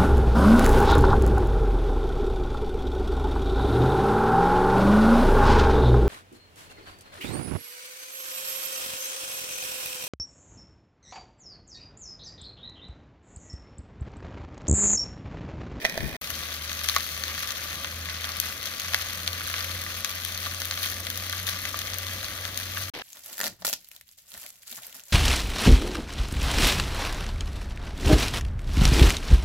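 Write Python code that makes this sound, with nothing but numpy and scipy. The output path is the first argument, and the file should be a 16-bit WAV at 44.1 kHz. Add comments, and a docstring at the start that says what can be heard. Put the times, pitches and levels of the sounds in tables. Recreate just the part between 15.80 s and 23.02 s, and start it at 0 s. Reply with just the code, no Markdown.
"""Hiss, crackle and loud spits come first: a chicken fries in fat and juice on a ridged iron pan over a camping stove.
Outdoors, a two-port microphone hears it from beside, above and close to the pan, with short silences between.
Band-passed noise makes hiss and bursts; decaying sines make ringing bubbles; the pan colours them all.
From beside, low noise buffets mainly the left port; from above, a far engine's tone slowly rises over rumble."""
import sys
import numpy as np
from scipy import signal
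from scipy.fft import rfft, irfft, next_fast_len
from scipy.io import wavfile
from scipy.ndimage import uniform_filter1d, map_coordinates

SR = 44100
rng = np.random.default_rng(int(sys.argv[2]) if len(sys.argv) > 2 else 0)


def master(y):
    """Save y as 16-bit WAV."""
    cut = np.clip(np.atleast_2d(y).T, -1, 1)
    pcm = np.round(cut * 32767)  # scale
    wavfile.write(sys.argv[1], SR, pcm.astype(np.int16))


N = 318519  # samples, about 7.2 s


def amp(db):
    """Decibels become an amplitude factor."""
    return 10 ** (np.asarray(db) / 20)


def unit(x):
    """Scale the whole signal to an RMS of 1."""
    return x / np.sqrt(np.mean(x ** 2) + 1e-20)


def along(points, hz):
    """Columns of (Hz, value, ..) points, interpolated on a log frequency axis."""
    f, *columns = np.transpose(points)
    return np.array([np.interp(np.log(hz + 1), np.log(f + 1), c) for c in columns])


def curves(rows):
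    """One value per sample for each column after the time."""
    seconds, *columns = np.transpose(rows)
    return [np.interp(np.arange(N) / SR, seconds, c) for c in columns]


def wobble(rate):
    """A smooth random curve, rate knots a second."""
    knots = rng.standard_normal(int(N * rate / SR) + 4)
    return map_coordinates(knots, [np.arange(N) * rate / SR])


def filtered(x, response):
    """Multiply the spectrum of x by a complex response of frequency."""
    m = 2 * next_fast_len(N // 2 + 4096)  # room for the decay after the end
    return irfft(rfft(x, m) * response(np.fft.rfftfreq(m, 1 / SR)), m)[..., :N]


def causal(gain):
    """The minimum-phase response with this gain, scaled to a mean power of 1."""
    cepstrum = irfft(np.log(gain / np.sqrt(np.mean(gain ** 2))))
    half = cepstrum.shape[-1] // 2
    # folding the cepstrum forward in time makes the response causal
    cepstrum[..., 1:half] *= 2
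    cepstrum[..., half + 1:] = 0
    return np.exp(rfft(cepstrum))


# How alike the two microphone ports hear the sound.
# Each row: frequency in Hz, left-right likeness from 0 to 1.
PORT_LIKENESS = [(130, .99), (300, .96), (640, .9), (900, .55), (1150, .88), (1700, .75), (2400, .5),
                 (2900, .15), (4000, .45), (5800, .1), (6500, .35), (8000, .08), (15000, .13)]
# The phase between the ports.
# Each row: frequency in Hz, lead of the left port in radians.
LEFT_LEAD = [(300, 0), (1000, .3), (1300, 1.3), (1900, 1.1), (2500, 2.2), (3400, 3.5), (4000, 6.3),
             (5200, 9)]


def ports(pair):
    """Two source signals become left and right: alike in the bass, shifted in phase."""
    def mix(hz):
        turn = np.arccos(np.clip(along(PORT_LIKENESS, hz)[0], 0, 1)) / 2
        return np.array([np.cos(turn), np.sin(turn)])

    def lead(hz):
        return np.exp(.5j * along(LEFT_LEAD, hz) * [[1], [-1]])

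    mid, side = filtered(pair, mix)
    return filtered(np.array([mid + side, mid - side]), lead)


# Spectrum of the rumble of the open air.
# Each row: frequency in Hz, relative level in dB.
AIR_SPECTRUM = [(20, -30), (40, -8), (60, 0), (110, -3), (150, -7), (190, -3.5), (300, -8), (420, -14.5),
                (540, -4.5), (1000, -21)]
# Slow course of the rumble, around which it wavers.
# Each row: time in seconds, level in dB.
RUMBLE_LEVEL = [(.4, -46.5), (2, -48), (4, -45.5), (5.5, -45.5), (7.1, -44)]


def rumble():
    """The open air all around the microphone: low noise whose level wavers."""
    noise = rng.standard_normal((2, N))
    low = unit(ports(filtered(noise, lambda hz: amp(along(AIR_SPECTRUM, hz)))))
    return amp(curves(RUMBLE_LEVEL)[0] + 1.3 * wobble(4.02)) * low


# Course of the far engine's pitch, before its slight unsteadiness.
# Each row: time in seconds, frequency in Hz.
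ENGINE_PITCH = [(.42, 78.5), (1.35, 79.3), (2.1, 82.4), (2.9, 84.8), (3.1, 86.3), (4.2, 89.3), (5, 90),
                (5.6, 92), (7.09, 93.7)]
# The tone swells and fades, before its waver and small port difference.
# Each row: time in seconds, RMS level in dB.
ENGINE_LEVEL = [(0.42, -54), (0.51, -45), (1.12, -43.5), (1.26, -48), (1.51, -43), (1.74, -54),
                (1.91, -45.5), (2.05, -50), (2.16, -39.5), (2.7, -46), (2.76, -56), (2.91, -51),
                (2.97, -62), (3.07, -44), (3.39, -45.5), (3.5, -39.5), (3.65, -46), (3.97, -39.5),
                (4.1, -46), (4.19, -41), (4.26, -57), (4.32, -46), (4.71, -41), (4.88, -44.5), (5.69, -41),
                (5.84, -46), (6.33, -41), (6.48, -48.5), (7.05, -39.5), (7.09, -42)]


def drone():
    """A far engine: a slightly unsteady low sine and its wavering octave."""
    (hz,), (db,) = curves(ENGINE_PITCH), curves(ENGINE_LEVEL)
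    phase = 2 * np.pi * np.cumsum(hz + 0.52 * wobble(8.7)) / SR
    fundamental = amp(0.54 * wobble(8.1)) * np.sin(phase)
    octave = amp(-16.0) * wobble(22) * np.sin(2 * phase)
    tone = np.sqrt(2) * amp(db) * (fundamental + octave)
    return tone * amp([[-.3], [.3]])  # left, right dB


# Strength of the wind at the microphone, before each port's own gain.
# Each row: time in seconds, level in dB.
GUST_LEVEL = [(0.12, -55), (0.136, -45), (0.178, -52), (0.21, -34), (0.258, -26.5), (0.31, -53),
              (0.34, -43)]


def gust():
    """Wind buffets the left port with low noise, less and differently the right."""
    t = np.arange(N) / SR
    spectrum = [(15, -14), (50, 2.5), (200, 0.5), (500, -22.0), (900, -80)]  # (Hz, dB)
    push = unit(filtered(rng.standard_normal((2, N)), lambda hz: amp(along(spectrum, hz))))
    blowing = (t > GUST_LEVEL[0][0]) * (t < GUST_LEVEL[-1][0])
    return amp(curves(GUST_LEVEL)[0]) * blowing * push * amp([[5], [-14]])  # left, right dB


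def overlaid(start_samples, grains):
    """Add each row of grains into one track at its start sample."""
    at = start_samples.astype(int)[:, None] + np.arange(grains.shape[1])
    return np.bincount(at.ravel(), grains.ravel(), N + SR)[:N]


def bubbles(draw, low_hz, high_hz, cycles):
    """Single bubbles ring a few cycles, each from its own pitch and gliding upward."""
    t = np.arange(400) / SR
    hz = low_hz * (high_hz / low_hz) ** draw[:, 1:2]
    force_db = -5 * np.log(draw[:, 2:] + 0.018)  # few are loud
    fall_db = -9 * t * hz / cycles
    ring = amp(force_db + fall_db) * np.sin(2 * np.pi * hz * t * (1 + 0.013 * t * hz))
    return unit(overlaid(draw[:, 0] * N, ring))


def bursts(seconds, gains, t60, tail_db=-20, tail=15.0):
    """Envelope of sudden bursts that die away fast, then linger faintly, tail times slower."""
    t = np.arange(2400) / SR
    fall_db = -60 * t / t60[:, None]
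    power = (gains[:, None] * amp(fall_db)) ** 2
    power += (gains[:, None] * amp(tail_db + fall_db / tail)) ** 2
    return np.sqrt(overlaid(seconds * SR, power))


RING_CYCLES = 12.9  # cycles in which a spit's main bubble falls by 60 dB


def rings(spits):
    """The main bubble of each spit rings at its own pitch as a decaying sine."""
    t = np.arange(600) / SR
    seconds, db, *_, hz, ring_db = spits.T[..., None]
    ring = amp(db + ring_db - 60 * t * hz / RING_CYCLES) * np.sin(2 * np.pi * hz * t)
    return overlaid(seconds[:, 0] * SR, ring)


# Course of the frying, before the pan's colour.
# Each row: time in seconds, level in dB, brightness in dB per step of bubble size (later limited).
FRYING_COURSE = [(.01, -40, -2), (.27, -36.5, -0.5), (.36, -40, -3), (.42, -38, .5), (.72, -37.5, -0.5),
                 (1.1, -36.5, 0.5), (1.35, -36.5, 1), (1.5, -36.5, -0.5), (1.85, -37.5, -0.5),
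                 (2.25, -38.5, -1), (2.52, -36, -1.5), (2.7, -37.5, -.5), (3.1, -37, 0), (3.6, -37.5, -1),
                 (3.8, -34.5, 0), (3.95, -38, -0.5), (4.9, -37.5, .5), (5.05, -33.5, 0.5), (5.18, -39, 1),
                 (5.65, -37, 0), (5.85, -38, 0), (6.5, -38.5, -0.5), (7.0, -37.5, 0.5), (7.1, -41, 1.5),
                 (7.15, -47, 0)]
# Loud single spits in the fat, before the pan's colour.
# Each row: start in seconds, level in dB, strongest frequency in Hz, loss in dB per octave away,
# left-right difference in dB, main bubble in Hz, level of that bubble over the spit in dB.
SPIT_EVENTS = [(0.0454, -19, 1990, 7, -0.5, 660, -7.5), (0.0503, -10.5, 1910, 5.5, 0, 1860, -9.5),
               (0.0554, -16.5, 3300.0, 4, -5, 3320, 2), (0.0648, -17, 3300.0, 15, 0.0, 3400, -6),
               (0.0968, -23, 3800.0, 3, 2, 3870.0, -6), (0.1769, -21, 1210, 2, -1, 656, -3.5),
               (0.2062, -24, 2000.0, 11, -2, 1860, -6), (0.5033, -24, 8100.0, 2.5, 5, 6240.0, -4),
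               (0.6347, -30, 3800.0, 3, 1, 2360.0, -5), (0.9925, -23.5, 3300.0, 5.5, -2, 4510.0, -5),
               (1.0139, -24.5, 1300.0, 5, -2.0, 1240, -6), (1.0368, -25, 10900.0, 6, -4, 4250.0, -9),
               (1.0424, -23, 2800.0, 3, 2, 4100, -6), (1.0874, -16.5, 4500.0, 2, 3, 3560, 0),
               (1.0966, -19, 4500.0, 2, -3, 3850.0, -1), (1.1636, -9.5, 1100.0, 4, -0.5, 1100, -3),
               (1.1717, -17.5, 1100.0, 11, -2, 1140, -3.5), (1.4373, -20, 2800.0, 4, 2, 2370, -5),
               (1.4816, -30, 10900.0, 3, 5.0, 4170.0, -9), (1.5788, -21, 1300.0, 7, 0, 4250.0, -13),
               (1.6295, -24, 1600.0, 5, -5, 2230, -2), (1.6742, -29, 12000.0, 2, 1.0, 3460.0, -6),
               (1.7063, -24, 4100.0, 13, 8.5, 4070, 6), (2.0459, -14.5, 1400.0, 8, -1.0, 3180.0, -3),
               (2.2877, -24.5, 1500.0, 8, 1, 1810.0, -3), (2.2976, -25.0, 2800.0, 6, -1, 2170.0, -5),
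               (2.4435, -23.5, 1200.0, 2.5, -1, 3520, 5), (2.6006, -13.5, 9900.0, 10, 2, 6230.0, -1),
               (2.699, -28.5, 1400.0, 7, -1.0, 2110.0, -5), (2.8572, -26.5, 6000.0, 8, 8, 5800, 2),
               (2.9984, -22, 7300.0, 3, -1, 4200.0, -4), (3.1351, -14, 1100.0, 5.5, 2, 3850.0, -10),
               (3.1451, -10.5, 1900.0, 4, 0.0, 1800, -1.5), (3.334, -28.5, 12000.0, 10, 4, 1420.0, -11),
               (3.4768, -20.5, 4500.0, 1, -4, 3710.0, -2), (3.5312, -25.5, 3800.0, 3, 0, 3920.0, -7),
               (3.6083, -22.5, 1300.0, 8, -1.0, 1440.0, -3.5), (3.6739, -22.5, 12000.0, 6, -6, 4600.0, -7),
               (3.6776, -29, 1500.0, 4, -2.0, 1530.0, -3), (3.7402, -16.0, 1810, 10, -1, 2050, -6),
               (3.7824, -26.0, 2600.0, 4, 5, 3590.0, -6), (3.8071, -21, 2400.0, 8, -2.0, 3560.0, -7),
               (3.812, -26, 3000.0, 6, -3, 2050.0, -6), (4.017, -22, 12000.0, 13, -2, 3260.0, -14),
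               (4.0642, -18, 1300.0, 11, -1, 2020.0, -13), (4.2465, -16, 4140, 4, 2, 4130.0, 2),
               (4.296, -27, 7300.0, 5, -4, 4440.0, -6), (4.4498, -18, 12000.0, 7, -2, 4220.0, -13),
               (4.5762, -26.5, 12000.0, 2, 0, 3460.0, -4), (4.6614, -25.5, 1100.0, 2, 0, 1430.0, -7),
               (4.6663, -22.5, 1100.0, 3, -1.0, 1160.0, -5), (4.802, -23.5, 8100.0, 6, -5, 4540.0, -7),
               (4.8183, -23.5, 1100.0, 1.5, 0, 1500.0, -2), (4.8541, -20.5, 12000.0, 9, 1.5, 6370.0, -7),
               (4.9108, -19.5, 4100.0, 7, 2.0, 4190.0, 7), (4.9234, -25, 1500.0, 5, -2.0, 1660, -5),
               (4.9753, -23.0, 1100.0, 4, -1.0, 1200.0, -7), (5.0309, -25, 12000.0, 3, 0.0, 4150.0, -6),
               (5.039, -23, 5000.0, 5, -3, 4130, 3), (5.0452, -22.5, 2600.0, 6, 0.0, 2120.0, -5),
               (5.0597, -25.0, 1100.0, 0, -5, 3170.0, -5), (5.2686, -22, 1500.0, 2.5, 2, 4300, -2),
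               (5.302, -22, 12000.0, 5, 3.5, 6560.0, -3), (5.375, -23, 12000.0, 10, -2.0, 5040.0, -6),
               (5.4967, -25, 8900.0, 3, -3, 1835, -3), (5.5271, -25.5, 3500.0, 1, 0, 3350.0, -3),
               (5.5328, -21.5, 1400.0, 10, -1, 1564, -1), (5.6689, -21.5, 5500.0, 9, 5.0, 3680, -7),
               (5.6744, -26, 7300.0, 4, 4, 4320.0, -5), (5.6785, -24.5, 1700.0, 1, -1, 1700, -6),
               (5.6894, -21.5, 2800.0, 4, 1, 2120.0, -7), (5.6935, -22, 9900.0, 5, 1, 4570.0, -7),
               (5.7298, -31, 2400.0, 4, -4, 2130.0, -3), (5.8528, -19.5, 1690, 5, 1, 3690.0, -3),
               (5.8882, -24.5, 8100.0, 6, 1, 4570.0, -8), (5.9434, -20, 1100.0, 6, 2, 1230, -6.5),
               (5.9903, -21, 8100.0, 11, 3.0, 6400, -2), (6.017, -24.5, 1100.0, 4, 2, 3240.0, -8),
               (6.135, -24, 1100.0, 2, -1, 3340.0, -8), (6.1423, -25, 12000.0, 4, 3.0, 4610.0, -7),
               (6.1851, -23, 8900.0, 11, 5, 6810, -6), (6.2676, -30, 4500.0, 3, 2.0, 3270.0, -1),
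               (6.4447, -25.5, 4500.0, 14, -2, 4320.0, 8), (6.6523, -23, 1100.0, 2.5, 3, 1490.0, -8),
               (6.7751, -18, 7300.0, 6, 0.0, 5870.0, -3), (6.8001, -27.0, 10900.0, 3, -2, 3420.0, -7),
               (6.9719, -21.5, 1400.0, 4.5, 2, 1550, -2.5)]
# The four sizes of steam bubble, from large to small.
# Each row: low edge in Hz, high edge in Hz, typical frequency in Hz, relative length of a burst,
# spit gain in dB, crackle gain in dB.
BUBBLE_SIZES = [(138, 1390, 940, 1.07, 1.5, -0.7), (1370, 2910, 1950, 1.56, 1.5, -0.7),
                (3160, 7500, 4250, 0.71, 7, 3.6), (7650, 21000, 10000, 0.75, 6.5, 4)]
SPIT_T60_S = 0.011  # before the relative length of each size


def frying(spread_db=3.0, hiss_db=-2, crackle_db=-4, fizz_db=-12, snap_db=14):
    """Steam bubbles of four sizes burst in the fat: a hiss, a fizz, clumped crackle and loud spits."""
    t = np.arange(N) / SR
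    level_db, bright_db = curves(FRYING_COURSE)
    bright_db = np.clip(bright_db, -2.5, 2)
    draw = rng.random((3000, 7))  # one row per crackle burst
    busy = np.cumsum(amp(2.5 * wobble(14)))  # crackle comes in clumps
    when = np.interp(draw[:, 0], busy / busy[-1], t)
    force_db = -spread_db * np.log(draw[:, 1] + .04)
    spits, total = np.array(SPIT_EVENTS), 0
    start, spit_level_db, peak_hz, loss_db, side_db = spits.T[:5]
    seethe = wobble(25)  # shared by all sizes
    # a spit nearer one port is louder there
    spit_pan = amp(np.interp(t, start, side_db) * [[.5], [-.5]])

    for k, (low_hz, high_hz, mid_hz, length, spit_db, gain_db) in enumerate(BUBBLE_SIZES):
        share_db = 16 * (draw[:, 3 + k] - 1)  # each burst favours some sizes
        crackle_gains = amp(force_db + share_db + crackle_db + gain_db + 10)
        crackle = bursts(when, crackle_gains, length * 0.0084 * (.5 + draw[:, 2]))
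        hiss = amp(hiss_db + .8 * seethe + 1.2 * wobble(30))
        bed = amp(level_db + bright_db * (k - 1.5)) * np.sqrt(hiss ** 2 + crackle ** 2)
        band = signal.butter(2, [low_hz, high_hz], "band", fs=SR, output="sos")
        total += ports(signal.sosfilt(band, bed * rng.standard_normal((2, N))))

        away_db = np.abs(loss_db * np.log2(mid_hz / peak_hz))
        gains = amp(spit_level_db - away_db + spit_db)
        envelope = bursts(start, gains, np.full(len(spits), length * SPIT_T60_S))
        spit = envelope * rng.standard_normal((2, N))
        spit[0, (start * SR).astype(int) + 8] += amp(snap_db) * gains  # the bubble wall snaps
        band = signal.butter(2, [max(low_hz, 560), high_hz], "band", fs=SR, output="sos")
        total += ports(signal.sosfilt(band, spit)) * spit_pan

    total += ports(rings(spits) * [[1], [0]]) * spit_pan
    fizz = np.array([bubbles(rng.random((8000, 3)), low_hz=2170, high_hz=14700, cycles=3.0)
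                     for _ in range(2)])
    return total + amp(level_db + fizz_db) * ports(fizz)


def colour(spectrum, hollows):
    """The broad spectrum lifted at each ringing hollow; both ports share one causal phase."""
    def response(hz):
        lift = 1 + sum(amp(db) / (1 + (2 * (hz - centre) / width) ** 2) for centre, width, db in hollows)
        gains = amp(along(spectrum, hz)) * lift
        shared = np.sqrt(gains[0] * gains[1])
        return causal(shared) * gains / shared
    return response


# Broad colour of pan and ports from beside, above and close to the pan, before the hollows' lift.
# Each row: frequency in Hz, relative left level in dB, relative right level in dB.
BESIDE_SPECTRUM = [(60, -6, 8), (200, -1.5, -0.5), (397, -1.5, -2.5), (640, -4, -2), (1220, -9, -14.5),
                   (1950, -6.5, 2.5), (2570, -21, -19), (3300, -6, -3.5), (4550, -8, -12),
                   (6200, -8.5, -16), (7300, -18.5, -30), (8900, -12.5, -29), (13000, -11, -15),
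                   (15300, -12, -11)]
ABOVE_SPECTRUM = [(380, -22.5, -26), (564, -16, -15.5), (944, -17, -19), (1133, -8, -7.5), (1720, -7, -7),
                  (2750, -9, -8), (3260, -2, -21.5), (4530, -8, -8), (5170, -9, -15), (6550, -6.5, -16),
                  (7420, -21.5, -36), (8480, -14.5, -27), (10070, -14, -13.5), (13100, -8, -19),
                  (15800, -19.5, -14.5)]
CLOSE_SPECTRUM = [(79.8, -13, 7), (199, -8, -10), (351, 1, -3), (700, -1, -3), (1200, -7, -7),
                  (2010, -8, -2.5), (3260, -5, -8), (4500, -9, -12), (6040, -13, -32), (7550, -23, -36),
                  (9000, -22, -35), (13200, -19, -31), (15300, -23, -32)]
# Hollows between the pan's ridges that ring from beside and from above.
# Each row: centre in Hz, width in Hz, strength in dB of the added gain.
BESIDE_HOLLOWS = [(658, 33, 0), (1800, 71, -4), (2467, 150, 18)]
ABOVE_HOLLOWS = [(548, 28, -9), (651, 22, -4.5), (1175, 36, 0.1), (2025, 37, -3.5), (4184, 68, -4)]
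# When the microphone listens from beside, above and close to the pan.
# Each row: start in seconds, end in seconds.
LISTENING_TIMES = [(0, .3665), (.4132, 7.1), (7.1372, 7.3)]


def scene():
    """Each angle colours the pan its own way; wind is heard from beside, engine and rumble from above."""
    t = np.arange(N) / SR
    fry = frying()
    beside = filtered(fry, colour(BESIDE_SPECTRUM, BESIDE_HOLLOWS)) + gust()
    above = amp(0.18) * filtered(fry, colour(ABOVE_SPECTRUM, ABOVE_HOLLOWS)) + drone() + rumble()
    close = amp(8.0) * filtered(fry, colour(CLOSE_SPECTRUM, []))
    total = 0
    for (start, end), sound in zip(LISTENING_TIMES, [beside, above, close]):
        gate = uniform_filter1d(1. * (t > start) * (t < end), size=60)  # 60-sample fades
        total = total + gate * sound
    return total


# The right port's duct cancels one band.
# The row: centre in Hz, width in Hz, gain left at the centre.
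DUCT_NOTCH = (8150, 1500, .08)
TOP_HZ = 16650  # band limit


def record(dry):
    """The input saturates softly, the right port has a notch, and the top treble falls to a band limit."""
    centre, width, rest = DUCT_NOTCH

    def response(hz):
        top = amp(-36 * np.clip((hz - 15450) / 1000, 0, 2)) * (hz < TOP_HZ)
        off_centre = centre ** 2 - hz ** 2
        notch = (off_centre + 1j * hz * width * rest) / (off_centre + 1j * hz * width)
        return np.array([top, top * notch])

    rounded = dry / (1 + np.abs(dry / .95) ** 6) ** (1 / 6)  # the loudest snaps saturate the input
    return filtered(rounded, response)


dry = scene()
out = record(dry)
master(out)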